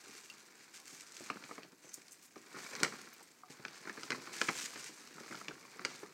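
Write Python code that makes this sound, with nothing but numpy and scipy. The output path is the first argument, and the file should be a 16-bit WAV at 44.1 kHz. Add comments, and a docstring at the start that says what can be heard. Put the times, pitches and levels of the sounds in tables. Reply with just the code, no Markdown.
"""On the hard floor of a small room, a dog noses into a stiff paper bag stuffed with tissue paper.
The bag's panels buckle with sharp snaps, scrape by stick-slip friction and flex, driving the air
inside as a cavity resonator. The tissue crinkles in swarms of tiny impulses, one for each crease.
Now and then the collar tag strikes its ring and vibrates in its natural modes.
The room adds early reflections and a short reverberation, over a faint steady hiss."""
import sys
import numpy as np
from scipy import signal
from scipy.fft import rfft, irfft, next_fast_len
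from scipy.io import wavfile
from scipy.ndimage import map_coordinates

SR = 44100
rng = np.random.default_rng(int(sys.argv[2]) if len(sys.argv) > 2 else 0)


def master_out(mix):
    """Clip the mix to full scale and print it as 16-bit PCM to the path in sys.argv[1]."""
    frames = np.transpose(np.atleast_2d(mix))
    ceiling = np.clip(frames, -1, 1)
    pcm = np.round(ceiling * 32767).astype(np.int16)
    wavfile.write(sys.argv[1], SR, pcm)


N = 270333

FOLD_SLIP_S = 0.016  # decay time of the slip in a small fold
# Panels buckling. Each row: start in seconds, relative level in dB, panel pitch in Hz,
# relative crack level in dB, 60 dB decay time of the slip in seconds.
SNAPS = [(1.3004, -25, 1300, -20, 0.008), (1.3024, -33.5, 2580, -9.5, 0.011),
         (1.357, -46, 2400, -14, 0.032), (1.37, -39.5, 1510, -21, 0.0085), (1.4385, -40, 2350, -5.5, 0.014),
         (1.492, -43.5, 1050, -18, 0.037), (1.511, -34.5, 1210, -28, .011), (1.5798, -37, 1200, -26, 0.015),
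         (1.632, -43.5, 2230, -3.5, 0.013), (2.358, -44, 1240, -9, 0.015), (2.544, -39, 1400, -18, 0.05),
         (2.564, -38.5, 1214, -16, 0.028), (2.602, -42.5, 1460, -6, 0.022), (2.733, -38.5, 1700, -6, 0.022),
         (2.7524, -37.5, 1500, 2.5, .004), (2.801, -39, 1150, 2, 0.023), (2.8323, -17.5, 1540, -1, 0.0092),
         (2.842, -28, 1920, -5, 0.028), (2.8479, -24, 2110, -11, 0.0093), (2.86, -31.5, 1290, -23, 0.024),
         (2.877, -38, 2050, -5, 0.039), (2.923, -38.5, 1330, -20, 0.015), (2.937, -39.5, 1200, -27, 0.025),
         (2.994, -48, 1510, -12, 0.019), (3.072, -44, 1400, -19, 0.02), (3.195, -50, 1280, -10, .016),
         (3.207, -48.5, 850, -9, 0.03), (3.6506, -31, 1560, -11.5, 0.0091),
         (3.652, -36.5, 2500, -10, 0.008), (3.682, -40.5, 2330, -4, 0.0091), (3.854, -41, 1540, -12, 0.034),
         (3.873, -33, 1500, -15.5, 0.031), (3.8957, -30.5, 1820, -12.5, 0.012),
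         (3.9751, -37.5, 1620, -18, .012), (4.033, -36.5, 1390, 0.5, 0.0077),
         (4.1045, -26.5, 2200, -4, .012), (4.106, -35, 1100, -16, .01), (4.1194, -26, 1630, -9.5, 0.01),
         (4.1272, -29, 2050, -16, 0.014), (4.147, -36, 1260, -10, 0.013), (4.272, -39, 1120, -19, 0.02),
         (4.4146, -19.5, 1720, -8, 0.011), (4.416, -22.5, 2520, -13, 0.009),
         (4.485, -26.5, 2300, -13, 0.011), (4.4877, -24.5, 1330, -12, 0.011),
         (4.4885, -23.5, 2300, -12.5, 0.012), (4.493, -30, 2150, -14, 0.018),
         (4.4965, -29.5, 790, -16, 0.023), (4.757, -39.5, 1890, -4, 0.025), (5.074, -51.5, 1410, 3.5, 0.01),
         (5.182, -40.5, 1270, -22, 0.011), (5.234, -44.5, 1480, -6, 0.02), (5.311, -39, 1420, -13, 0.023),
         (5.325, -35, 1540, -21, 0.019), (5.345, -36.5, 1400, -20, 0.022), (5.353, -42, 1560, 0, 0.0091),
         (5.413, -36, 1330, -36, 0.015), (5.4828, -31, 2360, -6.5, 0.012), (5.509, -37, 1460, -22, 0.032),
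         (5.627, -49, 2090, -8, 0.039), (5.651, -44.5, 1146, -18, 0.014),
         (5.794, -34.5, 1400, -15.5, 0.005), (5.8497, -23.5, 1980, -3, 0.0074),
         (5.8509, -31.5, 1490, -16, 0.01), (5.854, -42, 2010, 9, 0.0051), (5.863, -46, 1700, -11, 0.012),
         (6.033, -43, 1470, -8, .028), (6.055, -48, 1200, -17, 0.019)]
def buckles():
    """Elastic instability: each snap settles with a weaker, lower pop, and small folds yield at random."""
    delays = 0.005 * (.5 + rng.random(len(SNAPS)))
    settling = [(s + delay, db - 12.5, hz * 0.541, *crack)
                for (s, db, hz, *crack), delay in zip(SNAPS, delays)]
    folds = [(s, db, hz, -5, FOLD_SLIP_S) for s, db, hz in chance(9, PUSH, over_db=8, hz=1400)]
    return [*SNAPS, *settling, *folds]


# Panel resonances. Each row: frequency in Hz, bandwidth in Hz, gain in dB.
PANEL_MODES = [(810, 52, 0), (1170, 380, 9.5), (1700, 420, -1), (2420, 360, 9), (2480, 410, 1)]
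def panel_ring(t, hz, crack_db, slip_s, edge_hz=2900):
    """Modal response: a pop excites nearby panel modes, the fold's own pitch and one overtone."""
    # the bag changes shape, so its panels are never tuned quite alike
    detune = np.exp(.035 * rng.standard_normal(len(PANEL_MODES)))
    modes = [(f * shift, width, gain - 9 * abs(np.log2(f / hz)))
             for (f, width, gain), shift in zip(PANEL_MODES, detune)]
    # a broad panel radiates little treble; a soft buckle is duller still and loses its overtone
    soft_db = max(-11.5 - crack_db, 0)
    fold_modes = [(hz, .19 * hz, 12), (1.504 * hz, .19 * hz, 4.5 - 3 * soft_db)]
    treble_cut = signal.butter(4, edge_hz * 2 ** (-soft_db / 26), fs=SR, output="sos")
    pop = (t == 0) + 0.26 * np.clip(t / 0.0015, 0, 1) * burst(t, slip_s)
    ringing = resonate(pop, modes) * amp(3.5) + resonate(pop, fold_modes) * amp(4.0)
    return fix_energy(signal.sosfilt(treble_cut, ringing))


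# Spectrum of a crack. Each row: frequency in Hz, gain in dB.
CRACK_SPECTRUM = [(80, -14), (500, -21), (800, -17), (2200, -20), (2900, 3), (3500, -2), (4200, 5.5),
                  (5300, 4.5), (6300, 2), (8200, -3), (10000, -16), (12000, -19.5), (15800, -46)]
def snaps(rise_s=0.00072, usual_db=-41, thump_hz=330):
    """Snap-through buckling: a fold releases its strain as a crack, a panel ring and a thump of air."""
    out, t = np.zeros(N), np.arange(SR // 8) / SR
    for s, db, hz, crack_db, slip_s in buckles():
        panel = amp(-8.5) * panel_ring(t, hz, crack_db, slip_s)
        flutter = burst(t, slip_s) + 0.049 * burst(t, 0.043)
        skid = 1.4 * (t == 0) + (1 - np.exp(-t / rise_s)) * flutter
        skid = coloured(skid, [(6000, 0), (12000, db + crack_db + 26.5)])  # harder is brighter
        crack = amp(crack_db - 7.5) * fix_energy(coloured(skid, CRACK_SPECTRUM))
        # harder snaps go more into the panel and less into the air
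        thump_db = -13.5 - 0.23 * max(db - usual_db, 0)
        thump = (slip_s / FOLD_SLIP_S) ** 0.44 * amp(thump_db) * bump(thump_hz, ring_db=-2.0)
        add(out, s, amp(db + 3.5) * (panel + crack + thump))
    return out


# The muzzle's push on the bag. Each row: time in seconds, relative level in dB.
PUSH = [(0, -60.5), (.5, -63.5), (1.1, -62), (1.35, -56), (1.6, -58.5), (1.76, -74), (1.85, -65.5),
        (2.329, -73.5), (2.48, -60), (2.56, -54.5), (2.82, -48.5), (3.15, -63), (3.42, -70.5),
        (3.52, -62.5), (3.7, -59), (4.15, -52.5), (4.62, -52.5), (5.001, -60.5), (5.38, -54.5),
        (5.63, -62.5), (5.92, -53.5), (6.08, -62)]
# Spectrum of scraping paper. Each row: frequency in Hz, gain in dB.
SCRAPE_SPECTRUM = [(70, -36), (250, -8), (550, 3), (900, 2.5), (1400, 4.5), (1900, 2), (2250, 1.5),
                   (3000, -10), (4500, 5), (9000, -14.5)]
def scraping():
    """Stick-slip friction: small slips excite three paper resonances, louder as the muzzle pushes."""
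    modes = [(1070, 240, 0), (1540, 1100, 0.012), (2400, 1000, 0)]
    slips = sum(resonate(crinkles(per_s=260, spread_db=4.5, t60=0.028), [mode]) for mode in modes)
    friction = unit_rms(slips) + rng.standard_normal(N)
    return amp(-2.5) * envelope(PUSH) * unit_rms(coloured(friction, SCRAPE_SPECTRUM))


def flexing(usual_push_db=-59.5, deeper_db_per_s=0.5):
    """Forced vibration: the walls follow the push, and boom more as the muzzle works deeper."""
    drive = crinkles(per_s=120, spread_db=3, t60=0.038) + amp(-7.0) * rng.standard_normal(N)
    depth_db = deeper_db_per_s * np.arange(N) / SR
    push = (envelope(PUSH) / amp(usual_push_db)) ** 0.95
    return amp(-70 + depth_db) * push * unit_rms(hollow(drive))


# Low thumps of the bag, some alone and some under its loud snaps.
# Each row: start in seconds, relative level in dB, pitch in Hz.
LOW_THUMPS = [(0.093, -47, 231), (.926, -47.5, 320), (1.207, -40, 214), (1.302, -37.5, 350),
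              (1.359, -40.5, 196), (1.511, -42, 330), (1.581, -38, 362), (1.648, -46.5, 330),
              (1.726, -50, 270), (1.845, -49, 345), (1.87, -51, 260), (1.978, -48, 283), (2.365, -40, 262),
              (2.565, -43, 300), (2.735, -42, 250), (2.767, -44, 200), (2.81, -35, 257),
              (2.827, -27.5, 248), (3.5, -43.5, 169), (3.596, -44, 163), (3.893, -45, 250),
              (3.977, -40, 232), (4.104, -36.5, 300), (4.128, -35, 330), (4.181, -42, 250),
              (4.415, -37.5, 330), (4.485, -31.5, 199), (4.763, -51, 220), (4.787, -51, 250),
              (4.894, -45.5, 298), (5.041, -52, 277), (5.181, -46, 260), (5.207, -41, 270),
              (5.308, -39.5, 262), (5.489, -36.5, 290), (5.761, -48, 280), (5.812, -44.5, 300),
              (5.852, -48, 320), (6.031, -37, 318)]
def low_thumps():
    """Damped resonance: the hollow bag thumps at a low pitch, with a brief rub of paper."""
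    out, t = np.zeros(N), np.arange(SR // 8) / SR
    for s, db, hz in LOW_THUMPS:
        rub = resonate(burst(t, 0.11), [(915, 470, 0)])
        add(out, s, amp(db - 3.0) * (bump(hz, ring_db=-2.5) + amp(-9.5) * fix_energy(rub)))
    return out


def bump(hz, ring_db):
    """Piston radiation: a wall gives with one low push, and the cavity answers."""
    t = np.arange(SR // 8) / SR
    band = signal.butter(3, [120, 700], "band", fs=SR, output="sos")
    shove = signal.sosfilt(band, (t == 0) + 0.059 * burst(t, 0.046))
    wall = fix_energy(resonate(shove, [(hz, 0.59 * hz, 0)]))
    cavity = fix_energy(hollow(burst(t, 0.048)))
    return fix_energy(wall + amp(ring_db) * cavity)


# Resonances of the enclosed air and whole walls. Each row: frequency in Hz, bandwidth in Hz, gain in dB.
HOLLOW_MODES = [(144, 120, -9.5), (221.6, 109, -1.5), (270, 92, 1.5), (366, 195, -1), (480, 157, -4.5)]
def hollow(x, low_hz=125):
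    """Cavity resonance: the bag booms, but is too small to radiate deep bass."""
    band = signal.butter(3, [low_hz, 800], "band", fs=SR, output="sos")
    return signal.sosfilt(band, resonate(x, HOLLOW_MODES))


# Tone colour of the rustle as heard through the microphone. Each row: frequency in Hz, gain in dB.
RUSTLE_COLOUR = [(600, -33), (1500, 0.5), (2350, -0.5), (3400, -5.5), (4200, -4.5), (5000, -3), (6300, -1),
                 (8200, -3), (9800, -12), (10700, -14.5), (12200, -14.5), (15800, -23)]
def tissue_grain(fits_per_s=70, fits_db=1.6):
    """Crackling noise: folds of three sizes give way, each in its own register, in fits and starts."""
    registers = [(2520, 16000, 0.012), (5300, 5400, 0), (9000, 28000, 0.023)]
    swarms = sum(resonate(crinkles(per_s=620, spread_db=4.2, t60=.005), [mode]) for mode in registers)
    sliding = amp(-10) * rng.standard_normal(N)
    knots = rng.standard_normal(int(N * fits_per_s / SR) + 4)
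    fits = map_coordinates(knots, [np.arange(N) * fits_per_s / SR])
    return coloured(amp(fits_db * fits) * (unit_rms(swarms) + sliding), RUSTLE_COLOUR)


# Stirring of the tissue. Each row: time in seconds, relative level in dB.
STIR = [(0, -59.5), (.17, -57.5), (.52, -65.5), (1.05, -61), (1.55, -64.5), (1.77, -71.5), (1.815, -64.5),
        (2.48, -65.5), (2.6, -56), (2.82, -56), (3.05, -60.5), (3.44, -69.5), (3.64, -66), (3.93, -58.5),
        (4.3, -59), (4.5, -49.5), (5.05, -60.5), (5.22, -61.5), (5.36, -56), (5.52, -64), (6.13, -65)]
def stirring():
    """Superposition: countless tiny slips merge into a rustle that swells as the tissue moves."""
    return amp(-0.5) * envelope(STIR) * unit_rms(tissue_grain())


# Crushed wads. Each row: start in seconds, level in dB, time before the decay in seconds,
# treble gain in dB.
CRUSHES = [(0.585, -61.5, .03, -8), (0.735, -54, 0.038, 2), (0.87, -58, .16, 3), (1.138, -59, .19, 0),
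           (1.446, -62, .12, 3), (2.22, -63, 0.045, 19), (2.564, -60, 0.18, 6), (3.494, -57, 0.04, 0),
           (3.723, -59.5, .06, -6), (4.327, -49, 0.19, -2.5), (4.548, -44.5, 0.11, -0.5),
           (4.77, -52, 0.11, -2.5), (5.874, -57, 0.11, -7), (5.988, -63, 0.04, 9)]
def crushes():
    """Avalanche: a squeezed wad lets go many creases at once and quickly falls still."""
    out, grain = np.zeros(N), tissue_grain()
    for s, db, hold_s, treble_db in CRUSHES:
        wad = coloured(grain[round(s * SR):][:SR // 6], [(1500, 0.63), (4500, 0.21), (12000, treble_db)])
        t = np.arange(len(wad)) / SR
        squeeze = np.clip(t / 0.0053, 0, 1) * amp(-60 * np.maximum(t - hold_s, 0) / 0.075)
        add(out, s, amp(db) * squeeze * unit_rms(wad))
    return out


# The sharpest tissue creases. Each row: start in seconds, relative level in dB, pitch in Hz.
CREASES = [(0.015, -50, 3980), (.109, -49, 6000), (0.179, -44, 6500), (.554, -52, 6000), (.742, -50, 7000),
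           (.748, -47, 7000), (0.7626, -47, 7000), (0.8, -44, 6200), (.856, -45, 7000), (.865, -49, 6500),
           (0.879, -45, 7500), (0.8987, -49, 7500), (.948, -43.5, 6500), (.999, -47, 6500),
           (1.0086, -39, 7000), (1.068, -50, 4200), (1.121, -42, 6200), (1.144, -47, 7500),
           (1.155, -48, 7000), (1.1672, -37.5, 3600), (1.178, -46, 6500), (1.198, -45, 7500),
           (1.239, -42, 5500), (1.243, -47, 8000), (1.262, -43, 4500), (1.272, -47, 6000),
           (1.72, -52, 4000), (2.018, -46.5, 3500), (2.082, -45.5, 5200), (2.189, -66, 5000),
           (2.529, -47, 6000), (2.71, -41, 6000), (2.764, -40, 6500), (2.986, -50, 6500),
           (2.995, -48, 6500), (3.015, -41.5, 8000), (3.088, -49, 8100), (3.182, -50, 6500),
           (3.709, -51, 6300), (4.366, -38, 5500), (4.567, -39, 4500), (4.587, -36, 5000),
           (4.626, -38, 3980), (4.656, -37, 4200), (4.7963, -43, 6200), (4.842, -38, 5500),
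           (4.862, -44, 6000), (4.977, -52, 6000), (5.596, -52, 6000), (5.716, -53, 7000),
           (5.96, -46, 6500)]
def creases():
    """Heavy damping: each larger crease gives one dry tick; lesser ones yield at random."""
    out, t = np.zeros(N), np.arange(SR // 25) / SR
    for s, db, hz in CREASES + chance(5.5, STIR, over_db=9, hz=6200):
        tick = coloured(burst(t, t60=0.016), RUSTLE_COLOUR)
        add(out, s, amp(db - 6.0) * fix_energy(resonate(tick, [(hz, 2 * hz, 0)])))
    return out


# Modes of the tag and ring. Each row: frequency in Hz, gain in dB, 60 dB decay time in seconds.
TAG_MODES = [(2740, 4.5, 0.045), (4695, -1, 0.043), (5450, 1, 0.054), (6220, 5, .045), (6640, -1, .04),
             (7300, -2, .05), (7500, -8, .035), (7900, -4, .05), (8400, 0, .04), (8600, 0, .1),
             (11650, -6, .07), (12200, -5, .04), (12870, -7, .06), (14900, 1, .022)]
# The tag striking its ring. 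Each row: start in seconds, relative level in dB, favoured pitch in Hz,
# gain of the ringing in dB.
CLINKS = [(0.3, -41, 3650, -0.5), (1.893, -41, 6200, -13), (1.935, -35.5, 6200, -16),
          (1.941, -24, 7150, -23), (1.9425, -43, 14000, -7), (1.947, -42, 5500, -9),
          (1.954, -46, 8400, -12), (2.111, -44, 7500, -11), (2.1204, -37.5, 6770, -13.5),
          (2.122, -49, 11300, -7), (2.13, -42, 8400, -11), (3.131, -47, 6200, -7), (3.133, -52, 12200, -9),
          (3.138, -49, 14800, -8), (3.229, -49, 9600, -3.5)]
def tag_clinks(chatter_s=0.0019):
    """Free vibration: metal rings after a double contact; damped by the dog's coat it only ticks."""
    out, t = np.zeros(N), np.arange(SR // 4) / SR
    for s, db, hz, ring_db in CLINKS:
        strike_db = rng.normal(0, 2.5, len(TAG_MODES))
        # still jostling on its ring, the tag never holds a pure tone
        jostle = np.cumsum(rng.normal(0, .07, (len(TAG_MODES), len(t))), axis=1)
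        ring = np.zeros(len(t))
        for (f, gain, t60), strike, drift in zip(TAG_MODES, strike_db, jostle):
            mode_db = gain + strike - 31 * abs(np.log2(f / hz))
            ring += amp(mode_db - 60 * t / t60) * np.cos(2 * np.pi * f * t + drift)
        touch = (t == 0) + 0.29 * burst(t, 0.03)
        add(touch, chatter_s, np.array([-0.7]))
        contact = resonate(resonate(touch, [(hz, 0.3 * hz, 0)]), [(hz, 0.73 * hz, 0)])
        add(out, s, amp(db + ring_db) * fix_energy(ring) + amp(db - 14.5) * fix_energy(contact))
    return out


def tag_slide(start_s=1.81, length_s=0.14, hz=6200, width_hz=240):
    """Frictional excitation: sliding on its ring, the tag swells and fades on one mode."""
    out, t = np.zeros(N), np.arange(SR // 4) / SR
    swell = np.sqrt(np.abs(np.sin(np.pi * np.minimum(t / length_s, 1))))
    song = resonate(rng.standard_normal(len(t)), [(hz, width_hz, 0)])
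    add(out, start_s, amp(-65.5) * swell * unit_rms(song))
    return out


# Modes of something hollow in the bag. Each row: frequency in Hz, gain in dB, 60 dB decay time in seconds.
KNOCK_MODES = [(734, -7, 0.17), (1200, 11, 0.018), (1330, -18, 0.014)]
def knock(start_s=3.4345):
    """Impulse response: bumped once by the muzzle, a hollow object rings as damped sinusoids."""
    out, t = np.zeros(N), np.arange(SR // 6) / SR
    ring = sum(amp(db - 60 * t / t60) * np.cos(2 * np.pi * hz * t) for hz, db, t60 in KNOCK_MODES)
    attack = np.clip(t / 0.0015, 0, 1)
    add(out, start_s, amp(-44.5) * fix_energy(ring * attack))
    return out


# Narrow resonances of the bag's air. Each row: frequency in Hz, bandwidth in Hz, relative gain in dB.
AIR_MODES = [(202, 8.1, -12), (270, 13, -1), (705, 37, -7), (770, 110, 7), (1780, 110, -30), (2360, 210, 9)]
def bag_air(paper):
    """Sympathetic resonance: the air in the bag rings on after the paper has moved."""
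    return amp(-21.5) * sum(resonate(paper, [mode]) for mode in AIR_MODES)


# The room's decay. Each row: frequency in Hz, reverberation time in seconds.
ROOM_DECAY = [(150, 0.52), (1500, 0.17), (5000, 0.27), (14000, 0.18)]
def room(x, wet_db, early_db):
    """Reverberation: nearby hard surfaces reflect within milliseconds, then a diffuse tail decays."""
    out, block = np.zeros(N), SR // 4
    for start in range(0, N, block):  # new random paths for each block, as the dog moves
        hz, t, spectra = signal.stft(rng.standard_normal(SR // 2), SR, nperseg=256)
        decay = amp(-60 * t / log_interp(ROOM_DECAY, hz)[:, None])
        tail = signal.istft(spectra * decay, SR, nperseg=256)[1]
        t = np.arange(len(tail)) / SR
        tail = tail * np.clip(t / 0.0089, 0, 1)
        early = burst(t, 0.11) * (rng.random(len(t)) < .05) * (t > .002)
        response = amp(wet_db) * tail / np.linalg.norm(tail) + amp(early_db) * early / np.linalg.norm(early)
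        add(out, start / SR, signal.fftconvolve(x[start:start + block], response))
    return out


# Spectrum of the background. Each row: frequency in Hz, gain in dB.
HISS_SPECTRUM = [(30, -39), (80, -10.5), (150, -3), (300, 3.5), (600, -5), (1200, -6), (2300, -12),
                 (3400, -19), (6300, -34), (11000, -15.5), (15500, -17.5)]
def hiss():
    """Stationary noise: a faint, steady floor under everything."""
    return amp(-70.5) * unit_rms(coloured(rng.standard_normal(N), HISS_SPECTRUM))


def crinkles(per_s, spread_db, t60):
    """Shot noise: slips of random time and size, each with one of 24 brief flutters."""
    size = amp(spread_db * np.minimum(rng.exponential(size=N), 3))
    slips = size * rng.choice([-1, 1], N) * (rng.random(N) < per_s / SR)
    t = np.arange(SR // 50) / SR
    flutter = rng.integers(0, 24, N)
    return unit_rms(sum(signal.oaconvolve(slips * (flutter == k), fix_energy(burst(t, t60)))[:N]
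                        for k in np.unique(flutter)))


def chance(per_s, curve, over_db, hz, scatter_db=3, scatter_octaves=0.095):
    """Poisson process: (seconds, dB, Hz) events whose strength follows a level curve."""
    draws = rng.random((200, 3))
    times = np.cumsum(-np.log(1 - draws[:, 0])) / per_s
    db = np.interp(times, *np.transpose(curve)) + over_db + scatter_db * (2 * draws[:, 1] - 1)
    pitch = hz * 2 ** (scatter_octaves * (2 * draws[:, 2] - 1))
    return [event for event in zip(times, db, pitch) if event[0] < N / SR]


def burst(t, t60):
    """Exponential decay: white noise that falls 60 dB in t60 seconds."""
    return rng.standard_normal(len(t)) * amp(-60 * t / t60)


def resonate(x, modes):
    """Modal sum: x drives (Hz, bandwidth in Hz, dB) resonators of alternating sign."""
    size = next_fast_len(len(x) + 4096)
    f = np.fft.rfftfreq(size, 1 / SR)
    response = sum((-1) ** k * amp(db) * 1j * f * width / (hz * hz - f * f + 1j * f * width)
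                   for k, (hz, width, db) in enumerate(modes))
    return irfft(rfft(x, size) * response, size)[:len(x)]


def coloured(x, spectrum):
    """Minimum-phase filtering: x is shaped causally by a (Hz, dB) spectrum."""
    size = 2 * next_fast_len(len(x) // 2 + 1024)
    cepstrum = irfft(np.log(amp(log_interp(spectrum, np.fft.rfftfreq(size, 1 / SR)))))
    cepstrum[1:size // 2] *= 2
    cepstrum[size // 2 + 1:] = 0
    return irfft(rfft(x, size) * np.exp(rfft(cepstrum)))[:len(x)]


def log_interp(points, hz):
    """Interpolation of (Hz, value) points on a logarithmic frequency axis."""
    f, values = np.transpose(points)
    return np.interp(np.log(hz + 1), np.log(f + 1), values)


def envelope(curve):
    """Amplitude envelope: a (seconds, dB) curve as one gain per sample."""
    return amp(np.interp(np.arange(N) / SR, *np.transpose(curve)))


def amp(db):
    """Decibels as an amplitude ratio."""
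    return 10 ** (np.asarray(db) / 20)


def unit_rms(x):
    """Power normalisation to rms 1."""
    return x / np.sqrt(np.mean(x ** 2) + 1e-20)


def fix_energy(x):
    """Energy normalisation: a short sound gets the energy of 2 ms at rms 1."""
    return x * np.sqrt(.002 * SR / (np.sum(x ** 2) + 1e-20))


def add(track, s, x):
    """Superposition of x on the track from s seconds."""
    part = track[max(round(s * SR), 0):][:len(x)]
    part += x[:len(part)]


def scene():
    """Linear superposition: direct sound of paper and collar, its reflections and the hiss."""
    paper = scraping() + flexing() + stirring() + crushes() + low_thumps() + snaps() + creases()
    direct = paper + bag_air(paper) + knock() + tag_clinks() + tag_slide()
    return (direct + room(direct, wet_db=-12.5, early_db=-14.0) + hiss())[None]


def record(dry, top_hz=15850):
    """Band limiting: an ideal low-pass filter removes the highest treble."""
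    size = next_fast_len(N + 4096)
    passband = np.fft.rfftfreq(size, 1 / SR) < top_hz
    return irfft(rfft(dry, size) * passband, size)[..., :N]


dry = scene()
out = record(dry)
master_out(out)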